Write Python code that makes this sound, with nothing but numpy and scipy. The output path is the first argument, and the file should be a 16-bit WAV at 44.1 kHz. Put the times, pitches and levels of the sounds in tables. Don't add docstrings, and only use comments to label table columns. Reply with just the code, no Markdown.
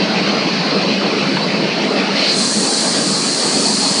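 import sys
import numpy as np
from scipy import signal
from scipy.fft import rfft, irfft, next_fast_len
from scipy.io import wavfile
from scipy.ndimage import uniform_filter1d, map_coordinates

SR = 44100
rng = np.random.default_rng(int(sys.argv[2]) if len(sys.argv) > 2 else 0)


def inscribe(sig):
    pcm = np.round(np.clip(np.atleast_2d(sig).T, -1, 1) * 32767)
    wavfile.write(sys.argv[1], SR, pcm.astype(np.int16))


N = 176400


def amp(db):
    return 10 ** (np.asarray(db) / 20)


def unit(x):
    return x / np.sqrt(np.mean(x ** 2) + 1e-20)


def curve(rows):
    return np.interp(np.arange(N) / SR, *np.transpose(rows))


def wobble(rate_hz):
    return map_coordinates(rng.standard_normal(2048), [np.arange(N) * rate_hz / SR], mode="wrap")


def filtered(x, response):
    size = next_fast_len(N + SR // 2)
    return irfft(rfft(x, size) * response(np.fft.rfftfreq(size, 1 / SR)), size)[:N]


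def coloured(x, colour):
    freq_hz, gain_db = np.transpose(colour)
    return unit(filtered(x, lambda hz: amp(np.interp(np.log(hz + 1), np.log(freq_hz + 1), gain_db))))


def turbulence(colour, patchy_db):
    spectrum = signal.stft(rng.standard_normal(N), nperseg=512)[2]
    eddies = uniform_filter1d(rng.standard_normal(spectrum.shape), size=3, axis=0)
    eddies = uniform_filter1d(eddies, size=12, axis=1)
    noise = signal.istft(spectrum * amp(patchy_db * unit(eddies)))[1][:N]
    return coloured(noise, colour)


def flow(levels, colours, patchy_db, flutter_db, flutter_hz):
    turn_mid_s, turn_length_s = 2.31, 0.19
    freq_hz, away_db, facing_db = np.transpose(colours)
    away = turbulence(list(zip(freq_hz, away_db)), patchy_db)
    facing = turbulence(list(zip(freq_hz, facing_db)), patchy_db)
    turned = np.clip(.5 + (np.arange(N) / SR - turn_mid_s) / turn_length_s, 0, 1)
    gain = amp(curve(levels) + flutter_db * wobble(flutter_hz))
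    return gain * (np.sqrt(1 - turned) * away + np.sqrt(turned) * facing)


def reflections(x, low_cut_hz=342, sway_s=0.00017, echo_db=-22):
    bright = filtered(x, lambda hz: hz ** 2 / (hz ** 2 + low_cut_hz ** 2))
    echoes = np.zeros(N)
    for mean_delay_s in np.geomspace(.0018, .009, 6):
        delay_s = mean_delay_s + sway_s * wobble(rate_hz=1.5)
        echoes += map_coordinates(bright, [np.arange(N) - delay_s * SR])
    return amp(echo_db) * echoes


def knock(attack_s=0.00091, t60_s=0.045):
    # start_s, level_db
    hits = [(1.366, -8.5)]
    # freq_hz, gain_db
    colour = [(300, -15), (900, 18), (1400, 11), (2200, 8.5), (3500, -7), (7000, -25), (11000, -58)]
    out = np.zeros(N)
    for start_s, level_db in hits:
        age_s = np.maximum(np.arange(N) / SR - start_s, 0)
        envelope = (1 - np.exp(-age_s / attack_s)) * np.exp(-np.log(1000) * age_s / t60_s)
        out += amp(level_db) * envelope * coloured(rng.standard_normal(N), colour)
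    return out


def hiss(trim_db=2.5, shade_per_octave=0.35, pivot_hz=8100):
    # time_s, level_db
    levels = [(0, -49.5), (1.11, -48.5), (1.34, -46), (1.75, -49.5), (1.94, -45), (2.11, -47.5), (2.2, -41),
              (2.27, -39), (2.39, -24), (2.83, -24), (3.05, -25.5), (3.45, -25), (3.62, -23.5), (4, -24.5)]
    # freq_hz, gain_db
    colour = [(2000, -30), (4000, -1.5), (5300, 1.5), (6300, 2), (7400, 3), (8500, 2), (9400, 1.5),
              (9750, -2.5), (10200, -10.5), (10800, -25), (11200, -33)]
    freq_hz, time_s, spectrum = signal.stft(turbulence(colour, patchy_db=.6), SR, nperseg=256)
    level_db = np.interp(time_s, *np.transpose(levels))
    facing_db = level_db.max()
    shade = np.clip(1 + shade_per_octave * np.log2((freq_hz[:, None] + 1) / pivot_hz), 0, 2)
    shaded = spectrum * amp(shade * (level_db - facing_db))
    return amp(trim_db + facing_db) * signal.istft(shaded)[1][:N]


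def whistle(centre_hz, width_hz, wander_hz, flare_db):
    def baseband():
        return unit(filtered(rng.standard_normal(N), lambda hz: 1 / (1 + (2 * hz / width_hz) ** 4)))
    in_phase, quadrature = baseband(), baseband()
    pitch_hz = centre_hz + wander_hz * wobble(rate_hz=20)
    phase = 2 * np.pi * np.cumsum(pitch_hz) / SR
    band = in_phase * np.cos(phase) + quadrature * np.sin(phase)
    return unit(amp(flare_db * wobble(rate_hz=26)) * band)


def air(rush_db=2.03, shrill_db=-0.36, low_whistle_db=-9.5, high_whistle_db=-4.5):
    # time_s, level_db
    rush_levels = [(0, -25.5), (.85, -26), (1.0, -27.5), (1.8, -26.5), (2.1, -26.5), (2.18, -22.5),
                   (2.31, -25.5), (2.44, -30.5), (2.7, -31.5), (4, -30.5)]
    shrill_levels = [(0, -26.5), (.6, -25), (.85, -25), (1.0, -27.5), (1.45, -26.5), (1.8, -27.5),
                     (2.14, -26), (2.21, -20), (2.26, -19.5), (2.305, -16), (2.36, -20.5), (2.45, -21),
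                     (2.6, -23.5), (2.83, -19.5), (3.0, -22), (3.6, -20.5), (4, -20)]
    # freq_hz, away_db, facing_db
    rush_colours = [(600, -47, -43), (1370, -13, 0.5), (1880, -0.1, -1), (2440, 3.5, -2), (2890, 2.4, 1),
                    (3700, -3.5, 1.5), (4500, -10.5, -14), (5470, -6, -24), (6550, -16, -10),
                    (7600, -39, -36), (10000, -72, -68)]
    shrill_colours = [(3000, -40, -41), (3720, -7, -23), (3970, 2.5, 0.5), (4670, 0, 1), (4930, -1, -1.5),
                      (5310, -10, -8), (6340, -31, -13.5), (7540, -63, -50)]
    rush = flow(rush_levels, rush_colours, patchy_db=1.83, flutter_db=1.23, flutter_hz=22)
    shrill = flow(shrill_levels, shrill_colours, patchy_db=2.0, flutter_db=0.47, flutter_hz=22)
    low = whistle(centre_hz=2556, width_hz=200, wander_hz=45.34, flare_db=4.5)
    high = whistle(centre_hz=4370, width_hz=350, wander_hz=94.95, flare_db=1.8)
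    low *= amp(curve(rush_levels) + low_whistle_db)
    high *= amp(curve(shrill_levels) + high_whistle_db)
    return amp(rush_db) * rush + amp(shrill_db) * shrill + low + high


def buffeting(trim_db=-1.5, flutter_db=1.5):
    # time_s, level_db
    levels = [(0, -40), (.45, -29), (.68, -28), (.95, -28), (1.18, -20), (1.35, -28), (1.62, -20.5),
              (1.77, -23.5), (1.94, -20.5), (2.1, -22), (2.25, -38), (2.42, -24), (3.2, -34), (3.47, -24.5),
              (4, -44)]
    # freq_hz, gain_db
    colour = [(150, -56), (240, 6), (310, 1), (430, 2), (520, -17), (700, -16), (1300, -62)]
    level_db = trim_db + curve(levels) + flutter_db * wobble(rate_hz=23.83)
    return amp(level_db) * turbulence(colour, patchy_db=2.5)


def duct_boom(trim_db=-1.5):
    # time_s, level_db
    levels = [(0, -21), (.9, -19), (1.05, -23.5), (1.35, -18.5), (1.8, -22.5), (2.15, -23), (2.3, -29),
              (2.45, -22.5), (2.6, -21), (2.8, -30.5), (3.15, -22.5), (3.42, -30.5), (3.58, -22.5),
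              (4, -26.5)]
    # freq_hz, away_db, facing_db
    colours = [(25, -72, -63), (55, -60, -62), (77, -40, -35), (124.7, -19, -16.5), (155.5, -7.5, -20),
               (170, -5, -17), (195, 2, 4.5), (212.4, 2.5, 2.5), (227.4, -9.5, 6.5), (308, -20, -56),
               (700, -91, -74)]
    return amp(trim_db) * flow(levels, colours, patchy_db=0.5, flutter_db=0.8, flutter_hz=17)


def fan_roar(trim_db=0.5):
    # time_s, level_db
    levels = [(0, -20), (.25, -20), (.5, -21), (.95, -21), (1.09, -20.5), (1.3, -20.5), (1.7, -21.5),
              (1.95, -20.5), (2.15, -20), (2.38, -23.5), (2.9, -20.5), (3.4, -21.5), (4, -21.5)]
    # freq_hz, away_db, facing_db
    colours = [(30, -77, -70), (79.6, -53.5, -35), (167, -25.5, 0), (236, -4.5, -3.5), (275, 1, 4),
               (305, -2.5, -1), (440, -4, -3.5), (540, -3.5, -2.5), (650, -3.5, -6), (917, -9, -8),
               (1484, -12, -15.5), (2360, -24, -18.5), (5000, -35, -38), (9000, -78, -68)]
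    return amp(trim_db) * flow(levels, colours, patchy_db=2.5, flutter_db=0.46, flutter_hz=20)


def scene():
    direct = duct_boom() + fan_roar() + buffeting() + air() + hiss() + knock()
    return (direct + reflections(direct))[None]


def record(dry):
    top_hz = 11111
    return np.array([filtered(x, lambda hz: hz < top_hz) for x in dry])


dry = scene()
out = record(dry)
inscribe(out)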